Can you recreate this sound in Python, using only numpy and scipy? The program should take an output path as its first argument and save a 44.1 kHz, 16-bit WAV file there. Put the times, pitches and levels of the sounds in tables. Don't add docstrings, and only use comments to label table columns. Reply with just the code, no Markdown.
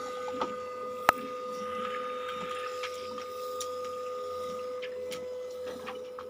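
import sys
import numpy as np
from scipy import signal
from scipy.fft import rfft, irfft
from scipy.io import wavfile
from scipy.ndimage import uniform_filter1d, map_coordinates

SR = 44100
rng = np.random.default_rng(int(sys.argv[2]) if len(sys.argv) > 2 else 0)


def field_ratio(decibels):
    return 10 ** (np.asarray(decibels, dtype=float) / 20)


def wrap_up_sound(samples):
    columns = np.atleast_2d(samples).T
    tamed = np.clip(columns, -1, 1)
    steps = np.round(tamed * 32767).astype(np.int16)
    wavfile.write(sys.argv[1], SR, steps)


N = 277389
TIME = np.arange(N) / SR
SHAFT_HZ = 20.92
WHINE_STOP_S = 4.803


def walk(rate):
    hold = int(SR / rate)
    steps = np.repeat(rng.standard_normal(N // hold + 1), hold)
    smooth = uniform_filter1d(uniform_filter1d(steps, hold), hold)
    return 1.5 * smooth[:N]


def curves(table):
    s, *columns = np.transpose(table)
    return [np.interp(TIME, s, column) for column in columns]


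def turning(hz, mean_db, swing_db, crest_s):
    return mean_db + swing_db * np.cos(2 * np.pi * hz * (TIME - crest_s))


def swells(events, width_s):
    return sum(db * np.exp(-((TIME - s) / width_s) ** 2 / 2) for s, db in events)


def dying(t, t60):
    return np.exp(-np.log(1000) * t / t60)


def tone(hz, db):
    return np.sqrt(2) * field_ratio(db) * np.sin(2 * np.pi * (hz * TIME + rng.random()))


def bed(spectrum, db, grain_db, patch_db, ripple_db):
    grains = np.minimum(rng.exponential(size=N // 64 + 1), 4)
    sizes = uniform_filter1d(np.repeat(field_ratio(grain_db * grains), 64)[:N], size=64)
    hz, s, cells = signal.stft(rng.standard_normal(N) * sizes, SR, nperseg=1024)
    octave = np.log2(np.maximum(hz, 1))
    points_hz, points_db = np.transpose(spectrum)
    colour = np.interp(octave, np.log2(points_hz), points_db, left=-200, right=-200)
    colour += ripple_db * np.sqrt(3) * uniform_filter1d(rng.standard_normal(len(hz)), size=3)
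    pitch_place, time_place = np.meshgrid(9 * octave, s, indexing="ij")
    patches = 0
    for rate in (3, 25):
        heights = rng.standard_normal((140, 200))
        patches = patches + map_coordinates(heights, [pitch_place, rate * time_place], order=1)
    out = signal.istft(cells * field_ratio(colour[:, None] + patch_db * patches), SR)[1][:N]
    return out / np.std(out) * field_ratio(db)


def room(x):
    t = np.arange(SR // 3) / SR
    tail = rng.standard_normal(len(t)) * dying(t, 0.2) * (t > 0.004)
    return x + field_ratio(-15) * signal.fftconvolve(x, tail / np.linalg.norm(tail))[:N]


def air_swells():
    # crest t/s, width/s, lift level/dB, extra lift level/dB
    swell_table = [(0.0, 0.23, 7.5, -5), (1.1, 0.11, 11.5, 6), (1.55, 0.026, 8, 5), (1.75, 0.18, 5.5, -7),
                   (2.55, 0.38, 4.5, -3), (2.86, 0.14, 7.5, -1), (3.45, 0.15, 10, 9), (3.85, 0.2, 7, -1),
                   (4.45, 0.14, 8.5, 1), (5.08, .06, 4, 4), (5.54, 0.028, 5.5, 3), (5.78, 0.13, 10, -3)]
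    s, width, lift_db, extra_db = np.transpose(swell_table)[:, :, None]
    shape = np.exp(-((TIME - s) / width) ** 2 / 2)
    return (lift_db * shape).sum(axis=0), (extra_db * shape).sum(axis=0)


def air(lift_db, extra_db):
    # f/Hz, level/dB per Hz
    air_colour = [(7500, -10), (8300, -6), (9500, -6), (11000, -8), (13000, -12.5), (14200, -16)]
    # f/Hz, level/dB per Hz
    sheen_colour = [(13300, -20), (14000, -9), (14500, -1), (15100, 1), (15500, -1), (15600, -30)]
    air_db = -74.5 + lift_db - 1 * (TIME > WHINE_STOP_S)
    sheen_db = -78.5 + lift_db + extra_db
    out = bed(air_colour, air_db + 0.5, grain_db=1.5, patch_db=-1.5, ripple_db=3.5)
    return out + bed(sheen_colour, sheen_db + 0.6, grain_db=0.6, patch_db=1.5, ripple_db=0.6)


def rumble(slide_db):
    # f/Hz, level/dB per Hz
    rumble_colour = [(25, -19), (45, -32), (68, -30), (92, 8.5), (130, -9), (240, 7), (320, -6), (420, 12),
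                     (620, 4.5), (760, -18.5), (1000, -2.5), (1100, -4)]
    level_db = -53 + 0.057 * (slide_db + 53.5)
    return bed(rumble_colour, level_db, grain_db=1.2, patch_db=3.5, ripple_db=2.5)


def panel():
    # f/Hz, level/dB per Hz
    panel_colour = [(1150, 4), (1230, -14), (1270, 14), (1310, -17), (1400, -87)]
    level_db = -61.5 - 4 * (abs(TIME - 4.95) < 0.16)
    return bed(panel_colour, level_db, grain_db=0.3, patch_db=3, ripple_db=0.1)


def mirror_motor():
    # t/s, then level/dB of the second, third and fifth multiple
    facing = [(0, -61, -80, -77), (.4, -63, -75, -73), (.7, -60, -80, -75), (1.15, -64, -78, -72),
              (1.6, -59, -76, -79), (1.9, -58, -67, -78), (2.2, -68, -69, -79), (2.5, -64, -70, -82),
              (2.8, -69, -67, -67), (3.1, -77, -68, -66), (3.4, -81, -73, -68), (3.7, -75, -75, -65),
              (4.1, -71, -77, -68), (4.6, -70, -74, -70), (4.9, -64, -77, -76), (5.25, -64, -72, -71),
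              (5.55, -69, -68, -74), (5.9, -80, -78, -76)]
    mirror_hz = 1010.2
    return sum(tone(k * mirror_hz, db + 2 * walk(18)) for k, db in zip((2, 3, 5), curves(facing)))


def rings():
    # t/s, peak level/dB, f/Hz, time to fall 60 dB/s
    ring_table = [(.06, -44, 820, 0.03), (.08, -41, 784, 0.026), (.17, -44.5, 780, .04),
                  (0.4151, -28.5, 1170, .015), (.415, -27.5, 554, 0.022), (.416, -38.5, 1990, 0.028),
                  (2.833, -36, 2200, .03), (5.128, -44, 3300, 0.045), (5.165, -46.5, 1270, 0.15),
                  (5.687, -38, 554, 0.043), (5.835, -53, 770, .04), (5.89, -39.5, 793, 0.068),
                  (.281, -31, 850, 0.031), (.413, -26, 826, .025), (.428, -31, 1265, 0.053),
                  (0.522, -36, 1235, 0.041), (1.848, -28, 1250, 0.081), (2.285, -36, 1530, 0.043),
                  (2.289, -47, 1270, .05), (2.411, -43, 910, 0.047), (2.51, -33.5, 1227, 0.045),
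                  (2.661, -33.5, 1260, 0.071), (3.112, -44, 950, 0.045), (3.179, -32.5, 1210, 0.031),
                  (3.215, -46, 2570, .04), (3.6058, -31.5, 3690, 0.027), (3.6058, -30.5, 7100, .018),
                  (3.608, -33, 5780, .045), (3.612, -40, 11000, .025), (4.822, -44, 3050, 0.048),
                  (4.824, -53, 4050, .04), (4.827, -56, 5600, .03), (4.8407, -37, 1740, 0.07),
                  (4.842, -46, 4970, .03), (4.85, -39, 2940, .03), (4.919, -52, 1810, 0.078),
                  (4.92, -54, 5080, .05), (5.754, -40, 250, 0.087), (5.794, -43.5, 1040, 0.054),
                  (5.839, -43, 238, .07), (5.875, -38, 2420, .02), (5.879, -37, 1840, .025),
                  (5.884, -32, 1144, 0.025), (5.896, -36, 1000, .03), (5.93, -47, 1270, 0.23),
                  (6.189, -47, 1290, 0.035)]
    rise_cycles = 2.5
    t = np.arange(8192) / SR
    out = np.zeros(N + len(t))
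    for s, db, hz, t60 in ring_table:
        shape = (1 - np.exp(-t * hz / rise_cycles)) * dying(t, t60)
        start = int(s * SR)
        out[start:start + len(t)] += field_ratio(db) * shape / shape.max() * np.sin(2 * np.pi * hz * t)
    return out[:N]


def bursts():
    # t/s, level/dB, centre f/Hz, spread/octaves
    tick_table = [(0.397, -44, 1080, 0.35), (0.405, -34, 1240, 0.11), (0.422, -41, 1100, 0.65),
                  (0.43, -50, 1250, 0.18), (0.485, -53, 2600, 0.33), (1.21, -55, 3000, 0.48),
                  (1.542, -68, 6000, 0.53), (1.85, -48, 1540, 0.37), (1.939, -41.5, 1960, 0.38),
                  (2.287, -41, 2000, 0.6), (2.411, -44, 900, 1.18), (2.509, -43.5, 2060, 0.71),
                  (2.593, -44.5, 2430, 0.44), (2.658, -45, 1700, 0.42), (2.717, -69, 8000, .8),
                  (2.939, -52, 4000, 1.1), (3.179, -48.5, 2550, 0.59), (3.197, -48, 1350, 0.99),
                  (3.214, -44, 1330, 0.84), (3.613, -39, 3000, 0.97), (.283, -53, 3200, 0.66),
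                  (3.845, -47, 1830, 0.99), (3.925, -56, 2720, .28), (4.062, -61, 6800, 0.27),
                  (4.429, -60, 8000, .31), (4.498, -52.5, 2770, 0.75), (5.122, -45.5, 8000, 0.51)]
    # t/s, level/dB, centre f/Hz, spread/octaves
    gate_table = [
        (3.6062, -35, 8000, .9),
        (3.614, -46, 3800, .1),
    ]
    # t/s, level/dB, centre f/Hz, spread/octaves
    blow_table = [(0.4132, -30, 900, 0.22), (0.4148, -38.5, 3000, 0.49), (1.179, -53, 1900, 0.29),
                  (1.8482, -43, 2000, 0.67), (2.286, -57, 9000, 0.56), (2.495, -56, 5000, .8),
                  (2.51, -55, 6500, 0.62), (2.549, -58, 7500, 0.48), (2.5953, -59, 7000, 0.65),
                  (1.75, -63, 5040, 0.55), (1.621, -62, 5200, .3), (2.02, -52, 850, 0.22),
                  (3.132, -63, 5200, 0.2), (3.18, -69, 5500, 0.54), (3.199, -72, 6800, .2),
                  (3.214, -50, 5270, 0.13), (5.678, -56, 1490, 1.1), (5.793, -52, 1500, 0.7),
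                  (5.879, -42, 2300, 0.49), (5.885, -42, 1110, 0.2), (5.904, -47, 1090, 0.17),
                  (6.188, -51, 1300, 0.45), (4.843, -46, 1980, 0.28)]
    # t/s, level/dB, centre f/Hz
    snap_table = [
        (1.13, -42, 11000),
        (1.179, -48, 11000),
    ]
    # t/s, level/dB, f/Hz, length/s
    ping_table = [(0.072, -66, 770, 0.014), (0.174, -68, 780, 0.01), (0.294, -48, 810, 0.0038),
                  (0.523, -42, 1184, 0.004), (1.563, -63, 5600, 0.087), (2.546, -58, 9300, .003),
                  (2.587, -57.5, 9300, .003), (2.675, -61, 5530, 0.016), (3.26, -53.5, 2200, .004),
                  (3.62, -53, 5900, .008), (3.616, -51, 7200, .003), (4.062, -52, 2650, .008),
                  (4.589, -51.5, 2740, .004), (4.839, -49, 1700, 0.014), (4.918, -60, 1790, 0.019),
                  (5.095, -53, 585, 0.0087), (5.133, -54.5, 1270, 0.025), (5.936, -55, 1270, 0.018)]
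    # t/s, level/dB, centre f/Hz, spread/octaves, length/s
    rustle_table = [(0.309, -48.5, 267, 0.14, 0.13), (0.414, -41.5, 330, 0.36, 0.037),
                    (0.429, -57, 1800, 1, 0.049), (1.584, -66, 2050, 1.15, 0.14),
                    (2.83, -38.5, 2110, 0.73, 0.015), (2.845, -39, 2020, 0.5, 0.01),
                    (2.907, -53, 2760, 0.39, 0.15), (4.822, -50, 2600, 0.57, 0.021),
                    (4.831, -45, 2430, 0.24, 0.017), (5.112, -41, 2820, 0.66, 0.021),
                    (5.138, -50, 2130, 0.91, 0.028), (5.505, -56, 4380, 0.54, 0.012),
                    (5.662, -49, 1600, 0.78, 0.039), (5.664, -48, 414, 0.56, 0.091),
                    (2.36, -49.5, 190, 0.18, 0.076), (1.526, -57.5, 5200, 0.23, 0.075),
                    (0.496, -66, 1480, 0.27, 0.15), (5.738, -62, 1460, 1, 0.12),
                    (5.803, -55, 850, 0.24, 0.12), (5.863, -43, 1800, 0.6, 0.033),
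                    (2.689, -62, 7000, .18, 0.059), (2.83, -60, 5300, .1, 0.17),
                    (2.964, -57, 5020, 0.093, 0.16), (5.071, -51, 260, 0.63, 0.16),
                    (6.037, -62, 2520, 0.71, 0.034), (6.184, -43, 1130, 0.15, 0.016),
                    (6.19, -59, 2390, 0.68, 0.028)]
    # spread/octaves, length/s, time to fall 60 dB/s
    every = [(*row, 0.0073, 0.095) for row in tick_table]
    every += [(*row, 0.0015, 0.03) for row in gate_table]
    every += [(*row, 0.0019, 0.097) for row in blow_table]
    every += [(*row, 0.38, 0.0009, 0.012) for row in snap_table]
    every += [(s, db, hz, 0.077, length, 0.1) for s, db, hz, length in ping_table]
    every += [(*row, 0.11) for row in rustle_table]
    return every


def clicks():
    # f/Hz, width/Hz, boost level/dB
    casing_table = [(1270, 22, 22), (1960, 32, -14), (3220, 83, 9), (5600, 220, 10.5), (7470, 1700, 13),
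                    (11000, 210, 7), (15500, 2300, 16), (9300, 630, 6.5), (13500, 570, -13),
                    (8000, 600, -22)]
    t = np.arange(8192) / SR
    hz = np.maximum(np.arange(len(t) // 2 + 1) * SR / len(t), 1)
    casing = field_ratio(sum(db / (1 + (2 * (hz - f) / width) ** 2) for f, width, db in casing_table))
    out = np.zeros(N + len(t))
    for s, db, centre_hz, spread, length, t60 in bursts():
        parts = field_ratio(16 * uniform_filter1d(rng.standard_normal(len(hz)), size=50))
        hump = np.exp(-(np.log2(hz / centre_hz) / spread) ** 2 / 2)
        burst = irfft(rfft(rng.standard_normal(len(t))) * casing * parts * hump)
        crackle = field_ratio(4.5 * uniform_filter1d(np.repeat(rng.standard_normal(128), 64), size=64))
        rise_s = 0.000064 + 0.17 * max(length - 0.005, 0)
        shape = np.clip(t / rise_s, 0, 1) * dying(np.maximum(t - length, 0), t60)
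        start = int(s * SR)
        out[start:start + len(t)] += field_ratio(db) * burst / np.std(burst) * crackle * shape
    treble_limit = signal.ellip(10, 0.2, 70, 15500, fs=SR, output="sos")
    return signal.sosfilt(treble_limit, room(out[:N]))


def latch():
    # t/s, peak level/dB
    blow_times = [
        (1.08922, -8.5),
        (1.0902, -3),
        (1.09098, -9),
    ]
    # f/Hz, level/dB, time to fall 60 dB/s
    housing_notes = [(1270, -12, 0.042), (1330, -9, .011),
                     (660, 4, 0.013), (850, 10.5, 0.0028), (1600, 8, 0.0032), (2420, -3.5, 0.0041),
               (3000, -12, 0.0034), (3800, 3, 0.0015), (5200, -10, 0.0027), (6860, -12.5, 0.0033),
               (11000, 2, 0.00084), (14600, -14, 0.0041)]
    t = np.arange(4096) / SR

    def swing(hz, db, t60):
        return field_ratio(db) * np.sin(2 * np.pi * hz * t) * dying(t, t60)

    ring = -sum(swing(*mode) for mode in housing_notes) * (1 - np.exp(-t / 0.00031))
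    out = np.zeros(N)
    for s, db in blow_times:
        start = int(s * SR)
        out[start:start + len(t)] += field_ratio(db) * ring
    out = signal.sosfilt(signal.butter(2, 480, "high", fs=SR, output="sos"), out)
    start = int(blow_times[1][0] * SR)
    out[start:start + len(t)] += swing(114, -30, 0.026)
    return out


def sheet_travel():
    # t/s, slide level/dB, scrape level/dB
    sheet = [(0.0, -51, -57), (0.46, -52, -63), (0.68, -57.5, -63.5), (0.95, -60.5, -63), (1.2, -52.5, -65),
             (1.5, -59.5, -61.5), (1.66, -50, -68), (1.89, -44.5, -65), (2.1, -48.5, -64.5),
             (2.6, -44.5, -64), (2.74, -47, -58.5), (2.95, -57, -59.5), (3.7, -58, -62),
             (4.5, -56.5, -60.5), (4.85, -59, -64.5), (5.25, -62.5, -67), (5.8, -65.5, -64),
             (6.29, -66, -71)]
    return curves(sheet)


def paper(slide_db, scrape_db, lift_db):
    # f/Hz, level/dB per Hz
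    slide_colour = [(500, -49), (800, 1), (1100, -4), (1270, 23.5), (1450, 7.5), (2100, 6.5), (2700, 5.5),
                    (3300, 7.5), (3900, -6), (4800, -19)]
    # f/Hz, level/dB per Hz
    hiss_colour = [(3300, 4.5), (4000, 6.5), (4400, -2.5), (5100, 8.5), (5700, 5.5), (6400, -1.5),
                   (7200, 4.5), (8000, -6.5), (9000, -33)]
    # f/Hz, level/dB per Hz
    streak_colour = [(1350, -27), (1500, -0.5), (2200, 4), (3000, -4), (3600, -9.5), (4200, -18)]
    # f/Hz, level/dB per Hz
    low_band_colour = [(640, -31), (720, -1.5), (800, 11.5), (900, 1.5), (960, -20)]
    hiss_db = scrape_db + 0.5 * lift_db
    low_band_db = -67.5 + 0.32 * (slide_db + 52.5)
    out = bed(slide_colour, slide_db - 1.2, grain_db=2.4, patch_db=3.3, ripple_db=2.4)
    out += bed(hiss_colour, hiss_db + 0.35, grain_db=2.4, patch_db=3.2, ripple_db=2.2)
    out += bed(streak_colour, slide_db - 4.5, grain_db=3.5, patch_db=3.5, ripple_db=3)
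    return out + bed(low_band_colour, low_band_db, grain_db=2, patch_db=5.5, ripple_db=-3.5)


def hand():
    # t/s, level/dB
    hand_table = [
        (5.0, -72),
        (5.1, -56),
        (5.3, -80),
        (5.62, -64),
        (5.69, -46),
        (5.77, -57.5),
        (5.89, -52),
        (5.97, -60),
        (6.29, -69),
    ]
    # f/Hz, level/dB per Hz
    hand_colour = [(180, -15), (260, 8), (400, -1), (800, 3), (1200, -2), (2000, -7), (4000, -4.5),
                   (5000, -37)]
    hand_db = np.where(TIME > hand_table[0][0], curves(hand_table)[0], -120)
    return bed(hand_colour, hand_db, grain_db=3, patch_db=6.5, ripple_db=6)


def rollers():
    # t/s, lift level/dB
    knock_table = [(.08, 14.5), (.3, 8), (.5, 20), (.9, 20.5), (1.21, 21.5), (1.55, 17), (1.79, 19.5),
                   (1.95, 12.5), (2.1, 13), (2.42, 21), (3.15, 16), (3.83, 9.5), (4.5, 19), (4.86, 2.5),
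                   (5.11, 7), (5.76, 15), (5.93, 14), (6.252, 9)]
    # f/Hz, level/dB per Hz
    knock_colour = [(140, -17), (175, 3), (220, 8.5), (265, 7.5), (320, -21)]
    drone_db = turning(1.5, -65.5, 3.9, 0.43) + np.interp(TIME, [0.9, 1.3, 1.7], [-2, -9, 0])
    knock_db = -68 + swells(knock_table, 0.076)
    out = tone(87, drone_db + 1.5 * walk(12))
    out += bed(knock_colour, knock_db, grain_db=-5, patch_db=5, ripple_db=3)
    return out + tone(215.7, knock_db - 7 + 3 * walk(12))


def whine():
    # t/s, level/dB, level/dB of the third multiple against the first
    whine_table = [(0.0, -42, -21), (0.35, -45.5, -37), (0.49, -42, -39), (0.69, -44, -46),
                   (0.98, -42.5, -42), (1.22, -44.5, -20.5), (1.79, -39, -26.5), (2.27, -41, -13),
                   (2.66, -42, -21.5), (2.98, -47, -17), (3.46, -44, -21), (3.6, -42.5, -21),
                   (4.1, -43.5, -46), (4.48, -44.5, -34), (4.8, -49, -36)]
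    whine_hz, turn_hz = 1225.5, 29.5
    first_db, strain_db = curves(whine_table)
    side_db = first_db - 15 + 5 * np.exp(-TIME / 0.5)
    out = tone(whine_hz, first_db + walk(24.92))
    out += tone(3 * whine_hz, first_db + strain_db + 2 * walk(14))
    out += tone(whine_hz + turn_hz, side_db + 3 * walk(15))
    return out * np.clip((WHINE_STOP_S - TIME) / 0.0067, 0, 1)


def main_motor(slide_db):
    # t/s, level/dB
    hum_table = [(0.0, -41), (0.28, -37.5), (0.7, -41), (0.95, -39.5), (1.21, -43), (1.35, -40),
                 (1.93, -38), (2.38, -40.5), (2.7, -39), (3.25, -42), (3.5, -38.5), (4.1, -38.5),
                 (5.0, -38), (5.68, -39.5), (5.83, -44), (5.95, -41.5), (6.29, -43)]
    # t/s, lift level/dB
    octave_table = [
        (.4, 14),
        (.9, 19),
        (3.0, 12),
        (4.35, 12),
        (5.3, 22),
    ]
    # multiple of the shaft's turns, level/dB, wander level/dB
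    gear_table = [(216, -70, 4), (264, -77, 4)]
    mesh_hz = 24 * SHAFT_HZ
    hum_db = curves(hum_table)[0] + turning(3.16, 0, 0.44, 0.29) * (1 + 0.2 * TIME)
    hum_db = hum_db + 0.5 * np.sin(2 * np.pi * SHAFT_HZ * TIME)
    drum_db = turning(1.32, -64, 11, 0.46) - 6 * (abs(TIME - 2.7) < 0.3)
    third_db = -69.5 + 0.9 * (slide_db + 58.5) + 5 * (TIME < 0.85)
    out = tone(mesh_hz, hum_db + 0.4 * walk(30))
    out += tone(20 * SHAFT_HZ, drum_db + 1.5 * walk(15))
    out += tone(3 * mesh_hz, third_db + 2 * walk(15))
    out += tone(2 * mesh_hz, -83 + swells(octave_table, 0.12))
    for multiple, db, wander_db in gear_table:
        out += tone(multiple * SHAFT_HZ, db - 3 * TIME + wander_db * walk(8.6))
    return out


def scene():
    slide_db, scrape_db = sheet_travel()
    lift_db, extra_db = air_swells()
    out = air(lift_db, extra_db) + rumble(slide_db) + panel() + mirror_motor()
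    out += rings() + clicks() + latch()
    out += paper(slide_db, scrape_db, lift_db) + hand()
    out += rollers() + whine() + main_motor(slide_db)
    return out[None]


def low_pass(x):
    return signal.sosfilt(signal.butter(12, 16820, fs=SR, output="sos"), x)


def record(dry):
    mix = signal.sosfilt(signal.butter(2, 66, "high", fs=SR, output="sos"), dry)
    return low_pass(mix)


dry = scene()
out = record(dry)
wrap_up_sound(out)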